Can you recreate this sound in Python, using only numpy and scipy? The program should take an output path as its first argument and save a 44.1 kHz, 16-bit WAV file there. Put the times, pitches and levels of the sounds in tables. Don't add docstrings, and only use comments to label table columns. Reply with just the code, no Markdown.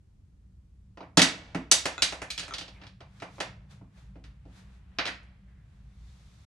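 import sys
import numpy as np
from scipy import signal
from scipy.fft import rfft, irfft, next_fast_len
from scipy.io import wavfile
from scipy.ndimage import uniform_filter1d

SR = 44100
rng = np.random.default_rng(int(sys.argv[2]) if len(sys.argv) > 2 else 0)


def put_to_file(sound):
    columns = np.atleast_2d(sound).T
    safe = np.clip(columns, -1, 1)
    whole_steps = np.round(safe * 32767)
    wavfile.write(sys.argv[1], SR, whole_steps.astype(np.int16))


N = 286398

# f/Hz, width/Hz, level/dB
HUM_MODES = [(56.7, 17, 0.5), (106.8, 7.7, -7.5), (132, 38, -5), (189.35, 22, -5)]
# t/s, deep level/dB, upper level/dB
HUM_LEVEL = [(0.0, -67, -80), (0.45, -54.5, -66.5), (1.4, -55.5, -57), (2.26, -52, -61.5),
             (3.399, -58.5, -52.5), (4.1, -48.5, -54), (5.47, -56.5, -58.5), (6.05, -48.5, -59),
             (6.44, -62, -64.5)]
DEEP_BELOW_HZ = 85

# f/Hz, level/dB per Hz
HISS_SPECTRUM = [(18, -32.5), (30, -5.5), (49, -7.5), (76, 1), (181, -14), (363, -30), (563, -38),
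                 (728, -40.5), (1790, -46), (3230, -49.5), (7550, -52.5), (11100, -58.5), (14000, -74)]
HISS_DB = -77.5

# table thud level/dB, hollow knock level/dB,
# snap level/dB, bright crack level/dB; chatter level/dB against the first contact, size (middling pot = 1)
BLOWS = [(0.9726, -49, -8, 6.5, -5, -15, -5, 1.04), (1.0056, -56, 5.5, 18, 3.5, -15, -10, 0.96),
         (1.027, -47.5, 0.5, -6, -27, -23, -6, 1.01), (1.1717, -15.5, 1.5, 0, 4.5, 5.5, -6, 1.1),
         (1.1917, -16, -13, -11, 2, -3, 2, 0.98), (1.2174, -14.5, -14, -10.5, 3.5, 5, -7, 1.01),
         (1.5474, -30, 5, -1, -9.5, -10.5, -12.5, 1.01), (1.7141, -20, -23.5, -6, 9, 17.5, -10, 1.004),
         (1.8552, -23.5, -22.5, -3, -2.5, 0.5, -8.5, 1.08), (2.0212, -21, -22, -11, 8, 7.5, -14.5, 0.94),
         (2.1237, -33, -17.5, -1.5, -10, -2.5, -18, 1.02), (2.2179, -31, -18.5, -5, -12, -4.5, -11, 1.09),
         (2.3042, -38.5, -25, -19, 10, 8.5, -12, 0.9), (2.3784, -35, -20.5, -9, 7.5, 3, -18, 0.66),
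         (2.395, -36, -13.5, -10.5, 6.5, 4.5, -9, .9), (2.43, -40, -27, -5.5, 2, -7, -11, 1.14),
         (2.4796, -40, -14.5, -4, -13, -2.5, -6, 1.08), (2.5377, -36.5, -31, -9, 8.5, -0.5, -11, 1.04),
         (2.583, -40, -14, -7, 10, 4.5, -14, 1.04), (2.6114, -41.5, -7, -3.5, 6.5, -5, -15, 1.22),
         (2.6798, -50, -7.5, 0, 5.5, -3, -5, 1.1), (2.8148, -49.5, -5.5, -3, -2, -16.5, -9, 1.1),
         (2.8347, -51.5, -3.5, -1.5, 0.5, -13, -1, 0.81), (2.8669, -52, -19, -6.5, 5.5, -5.5, -6, 1.1),
         (3.0043, -48, -26, 3, -3, -13.5, 4, 0.96), (3.2005, -49, -8, -23.5, -0.5, -5.5, -13, 0.96),
         (3.2212, -36.5, -10, 2, -7.5, -10.5, -11, .95), (3.382, -49.5, -6.5, 7, -8, -26, -3, 1.1),
         (3.4026, -26.5, -43, -3, -2.5, -4, -11, 1.06), (3.8121, -68.5, 19.5, 13, -17, -22, -10, 0.94),
         (4.156, -62, 15, 10, -7.5, -19, -12, 1.37), (4.2398, -52.5, -3.5, -17, 0.5, -6.5, -14, 1.01),
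         (4.453, -71.5, 23.5, 18, 3, -13, -1, 1.3), (4.9858, -19.5, -27, -8.5, -3, -24.5, -5.5, 0.94),
         (5.0538, -31.5, -21, -7, 0, -7, -9.5, 1.07), (5.0655, -37, -31.5, -3.5, 8.5, -19, -19, 1.17),
         (5.0742, -29.5, -16.5, -13, -4, -10, -15, 0.9), (5.0813, -30.5, -23.5, -14, -28, -16, -14.5, 0.99),
         (5.23, -67.5, -4.5, -5, -6, 2, -9, 1.2)]
# f/Hz, level/dB, t60/s
TABLE_MODES = [(57.46, -10, 0.34), (115, -14, 0.08), (188, 1, .05), (262, -3, .08), (330, -5, .05),
               (409.5, -6, 0.024)]
# f/Hz, level/dB, t60/s
CAVITY_MODES = [(427, -7, 0.0084), (668, -5, 0.023), (829.6, 0.5, 0.012), (1012.4, 1, 0.011)]
# f/Hz, level/dB, t60/s
WALL_MODES = [(1490, -2, 0.013), (2000, -3, 0.06), (2300, 1, 0.031), (3030, -2.5, 0.006), (3800, 0, 0.049),
              (4336, -1, 0.0065), (4975, 0, 0.023), (6286, 4.5, 0.017), (8080, 4.5, 0.015)]
WALLS_DB = -9.5
CLICK_HZ, SNAP_HZ, CRACK_HZ = (1286, 2740), (2640, 5380), (5500, 10780)
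CONTACT_S, CHATTER_S = 0.0011, 0.025
GRIT_DB = 5.9
TABLE_LAG_S, TABLE_PUSH_S = 0.005, 0.00053
TABLE_RADIATES_HZ = (130, 900)
POTS_PAN_DB, CLINK_PAN_DB = -1.5, 1.5

# f/Hz, level/dB
ASIDE = [(200, -22.5), (500, -7), (1000, -9), (2000, -6), (4000, -3.5), (8000, -3)]

# f/Hz, t60/s, level/dB, left-right likeness (0-1)
ROOM_DECAY = [(150, 0.085, -1.5, 1), (296, 0.36, -4, 0.97), (560, 0.2, 4, 1), (1190, .26, -2, 0.11),
              (2680, 0.25, -0.5, 0.3), (7100, 0.23, -1.5, 0.77), (12000, 0.2, -1.5, 0.78)]
ROOM_DB, ROOM_GAP_S, ROOM_PAN_DB = 1, 0.0043, -2
EARLY_DB, EARLY_S = 1, 0.0062
LATE_DB, LATE_T60_S, LATE_TOP_HZ = -23, 1, 3000

# t/s, peak level/dB, f/Hz, overtone level/dB
CLINKS = [(1.98, -28.5, 1432, -6), (2.303, -33.5, 2360, -9), (2.509, -34.5, 1346, -15),
          (2.524, -35, 1270, -14), (5.066, -33.5, 1890, -12.5)]
# f as a multiple of the clink pitch, level/dB, t60/s
PLASTIC_MODES = [(1.001, -2.5, 0.02), (1.45, -3.5, 0.022), (1.78, -2.5, 0.03), (2.45, -2.5, .025),
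                 (2.72, -8, .03), (4.8, -1.5, .015)]
CLINK_ROOM_DB = -2.5

# loudest t/s, level/dB, treble level/dB against it,
# swell/s, hold/s, fade/s (the body's swell and fade each span 20 dB)
STROKES = [(2.735, -63.5, -3.5, .1, .04, 0.12), (2.83, -55.5, -11, 0.064, 0.026, 0.066),
           (3.184, -64.5, 1, 0.23, 0.011, 0.11), (3.359, -61.5, 3.5, .2, 0.033, .05),
           (3.711, -59, 2.5, 0.032, .01, 0.14), (3.978, -62.5, 0.5, 0.094, 0.017, 0.24),
           (4.165, -69.5, -8, 0.028, 0.011, 0.069), (4.246, -63, -3, 0.0099, 0.0087, 0.18),
           (4.572, -60, 2, 0.16, 0.022, 0.14), (4.729, -68.5, -0.5, .2, 0.033, 0.17),
           (4.974, -65, -8, 0.28, 0.0096, .1), (5.49, -75, -7, .1, .02, 0.25),
           (5.74, -73.5, -2.5, 0.44, .02, 0.35), (6.08, -68, 4, 0.45, 0.38, .3)]
# start t/s, end t/s, f/Hz, width/Hz, level/dB
RUBS = [(2.743, 2.793, 2300, 400, -60), (5.472, 5.64, 1833, 500, -75)]
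SHEEN_STEEPNESS = 1.33
SHEEN = [(1500, -22.5), (3500, 14), (5500, 9), (9000, 8), (12000, 2.5)]  # f/Hz, level/dB

# f/Hz, level/dB
OVERALL_TONE = [(20, -21), (45, -4.5), (70, 0), (6000, -2), (9000, -9), (11500, -10.5), (12500, -15),
                (13500, -29), (15800, -34)]
STOP_S, TOP_HZ = 6.452, 15850
OPPOSITE = np.array([[1], [-1]])


def undb(db):
    return 10 ** (np.asarray(db) / 20)


def unit(x):
    return x / np.sqrt(np.mean(x ** 2))


def peak(x):
    return x / np.sqrt(uniform_filter1d(x ** 2, size=132).max())


def band(x, lo_hz, hi_hz):
    return signal.sosfilt(signal.butter(2, [lo_hz, hi_hz], "band", fs=SR, output="sos"), x)


def colour(x, points):
    hz, db = np.transpose(points)
    n = next_fast_len(x.shape[-1])
    log_f = np.log(np.maximum(np.arange(n // 2 + 1) * SR / n, 1))
    gain = undb(np.interp(log_f, np.log(hz), db))
    return irfft(rfft(x, n) * gain, n)[..., :x.shape[-1]]


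def decay(t, t60):
    return np.exp(-np.log(1000) * t / t60)


def ring(push, modes):
    out = 0
    for hz, db, t60 in modes:
        pole = np.exp(2j * np.pi * hz / SR) * decay(1 / SR, t60)
        out = out + undb(db) * signal.lfilter([1], [1, -pole], push).imag
    return out


def resize(modes, size):
    return [(hz / size, db, t60) for hz, db, t60 in modes]


def walk(rate_hz):
    k = int(SR / rate_hz)
    steps = np.repeat(rng.standard_normal(N // k + 1), k)
    return unit(uniform_filter1d(uniform_filter1d(steps, k), k)[:N])


def sides(pan_db):
    return undb(np.array([[pan_db], [-pan_db]]) / 2)


def house():
    s, deep_db, upper_db = np.transpose(HUM_LEVEL)
    t, rumble = np.arange(N) / SR, 0
    for hz, width_hz, db in HUM_MODES:
        edges = hz - width_hz / 2, hz + width_hz / 2
        tone = unit(band(band(rng.standard_normal(N), *edges), *edges))
        course_db = np.interp(t, s, deep_db if hz < DEEP_BELOW_HZ else upper_db)
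        rumble = rumble + tone * undb(db + course_db + 1.5 * walk(3))
    return rumble


def hiss():
    mid, side = colour(rng.standard_normal((2, N)), HISS_SPECTRUM)
    both = mid + 0.9 * band(side, 300, 15000) * OPPOSITE
    return both * undb(HISS_DB) / np.std(band(mid, 400, 13000))


def blows():
    near, far, t = np.zeros((2, N)), np.zeros(N), np.arange(8192) / SR
    tap = 1. * (t == 0)
    click, snap, crack = (peak(band(band(tap, *hz), *hz)) for hz in (CLICK_HZ, SNAP_HZ, CRACK_HZ))
    table_push = np.maximum(t - TABLE_LAG_S, 0) * np.exp(-t / TABLE_PUSH_S)
    thud = peak(band(ring(table_push, TABLE_MODES), *TABLE_RADIATES_HZ))
    swell = (1 - np.exp(-t / CONTACT_S)) * decay(t, CHATTER_S)
    for s, db, thud_db, knock_db, snap_db, crack_db, chatter_db, size in BLOWS:
        knock = peak(ring(tap, resize(CAVITY_MODES, size)))
        body = click + undb(snap_db) * snap + undb(crack_db) * crack + undb(knock_db) * knock
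        walls = ring(body, resize(WALL_MODES, size))
        body = body + undb(WALLS_DB) * walls * np.std(body) / np.std(walls)
        grit, grit_level = rng.standard_normal((2, len(t)))
        push = tap + undb(chatter_db + GRIT_DB * grit_level) * grit * swell
        direct = signal.fftconvolve(body, push)[:len(t)] / np.sqrt(np.sum(push ** 2))
        low = undb(thud_db) * thud
        i = int(s * SR)
        near[:, i:i + len(t)] += undb(db) * (direct * sides(POTS_PAN_DB) + low)
        far[i:i + len(t)] += undb(db) * (body + low)
    return near, far


def ports(near):
    quarter = signal.hilbert(near.mean(axis=0), next_fast_len(N)).imag[:N]
    return near - colour(quarter, ASIDE) * OPPOSITE


def room(dry):
    t, reply = np.arange(SR) / SR, 0
    hz, t60, db, alike = np.transpose(ROOM_DECAY)
    for f in 90 * 2 ** np.arange(0, 7.6, 0.5):
        band_t60, band_db, c = (np.interp(np.log(f), np.log(hz), v) for v in (t60, db, alike))
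        mid, side = band(rng.standard_normal((2, SR)), f / 2 ** 0.25, f * 2 ** 0.25)
        late = undb(LATE_DB) / (1 + (f / LATE_TOP_HZ) ** 2) * decay(t, LATE_T60_S)
        fall = decay(t, band_t60) + late
        spread = np.sqrt(1 + c) * mid + np.sqrt(1 - c) * side * OPPOSITE
        pan = sides(ROOM_PAN_DB * min(f / 400, 1))
        reply = reply + undb(band_db) * fall * spread * pan
    reply *= np.clip(t / ROOM_GAP_S - 1, 0, 1)
    reply *= 1 + undb(EARLY_DB) * np.exp(-t / EARLY_S)
    reply /= np.sqrt(np.sum(reply ** 2) / 2)
    return undb(ROOM_DB) * signal.fftconvolve(dry[None], reply, axes=1)[:, :N]


def clinks():
    near, far = np.zeros((2, N)), np.zeros(N)
    tap = 1. * (np.arange(8192) == 0)
    for s, db, hz, over_db in CLINKS:
        modes = [(hz * k, g + over_db * (k > 1.2), t60) for k, g, t60 in PLASTIC_MODES]
        clink = undb(db) * peak(ring(tap, modes))
        i = int(s * SR)
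        near[:, i:i + len(tap)] += clink * sides(CLINK_PAN_DB)
        far[i:i + len(tap)] += undb(CLINK_ROOM_DB) * clink
    return near, far


def rustle():
    t, body, treble = np.arange(N) / SR, 0, 0
    for s, db, treble_db, swell_s, hold_s, fade_s in STROKES:
        down_db = 20 * (np.maximum(s - t, 0) / swell_s + np.maximum(t - s - hold_s, 0) / fade_s)
        body = body + undb(db - down_db)
        treble = treble + undb(db + treble_db - SHEEN_STEEPNESS * down_db)
    slips = rng.standard_normal((2, N)) * undb(2.0 * rng.standard_normal(N))
    slips = slips + 0.13 * slips[::-1]
    return body * unit(band(slips, 230, 2500)) + treble * unit(colour(slips, SHEEN))


def rubs():
    t, squeak = np.arange(N) / SR, 0
    for start_s, end_s, hz, width_hz, db in RUBS:
        envelope = np.clip(np.minimum(t - start_s, end_s - t) / 0.011, 0, 1)
        noise = unit(band(rng.standard_normal(N), hz - width_hz / 2, hz + width_hz / 2))
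        squeak = squeak + undb(db) * envelope * noise
    return squeak


def scene():
    blow_near, blow_far = blows()
    clink_near, clink_far = clinks()
    struck = ports(blow_near + clink_near) + room(blow_far + clink_far)
    return house() + struck + rustle() + rubs()


def record(dry):
    on = np.clip((STOP_S - np.arange(N) / SR) / 0.004, 0, 1)
    heard = 0.9 * np.tanh((colour(dry, OVERALL_TONE) + hiss()) / 0.9) * on
    return signal.sosfilt(signal.ellip(8, 0.2, 70, TOP_HZ, fs=SR, output="sos"), heard)


dry = scene()
out = record(dry)
put_to_file(out)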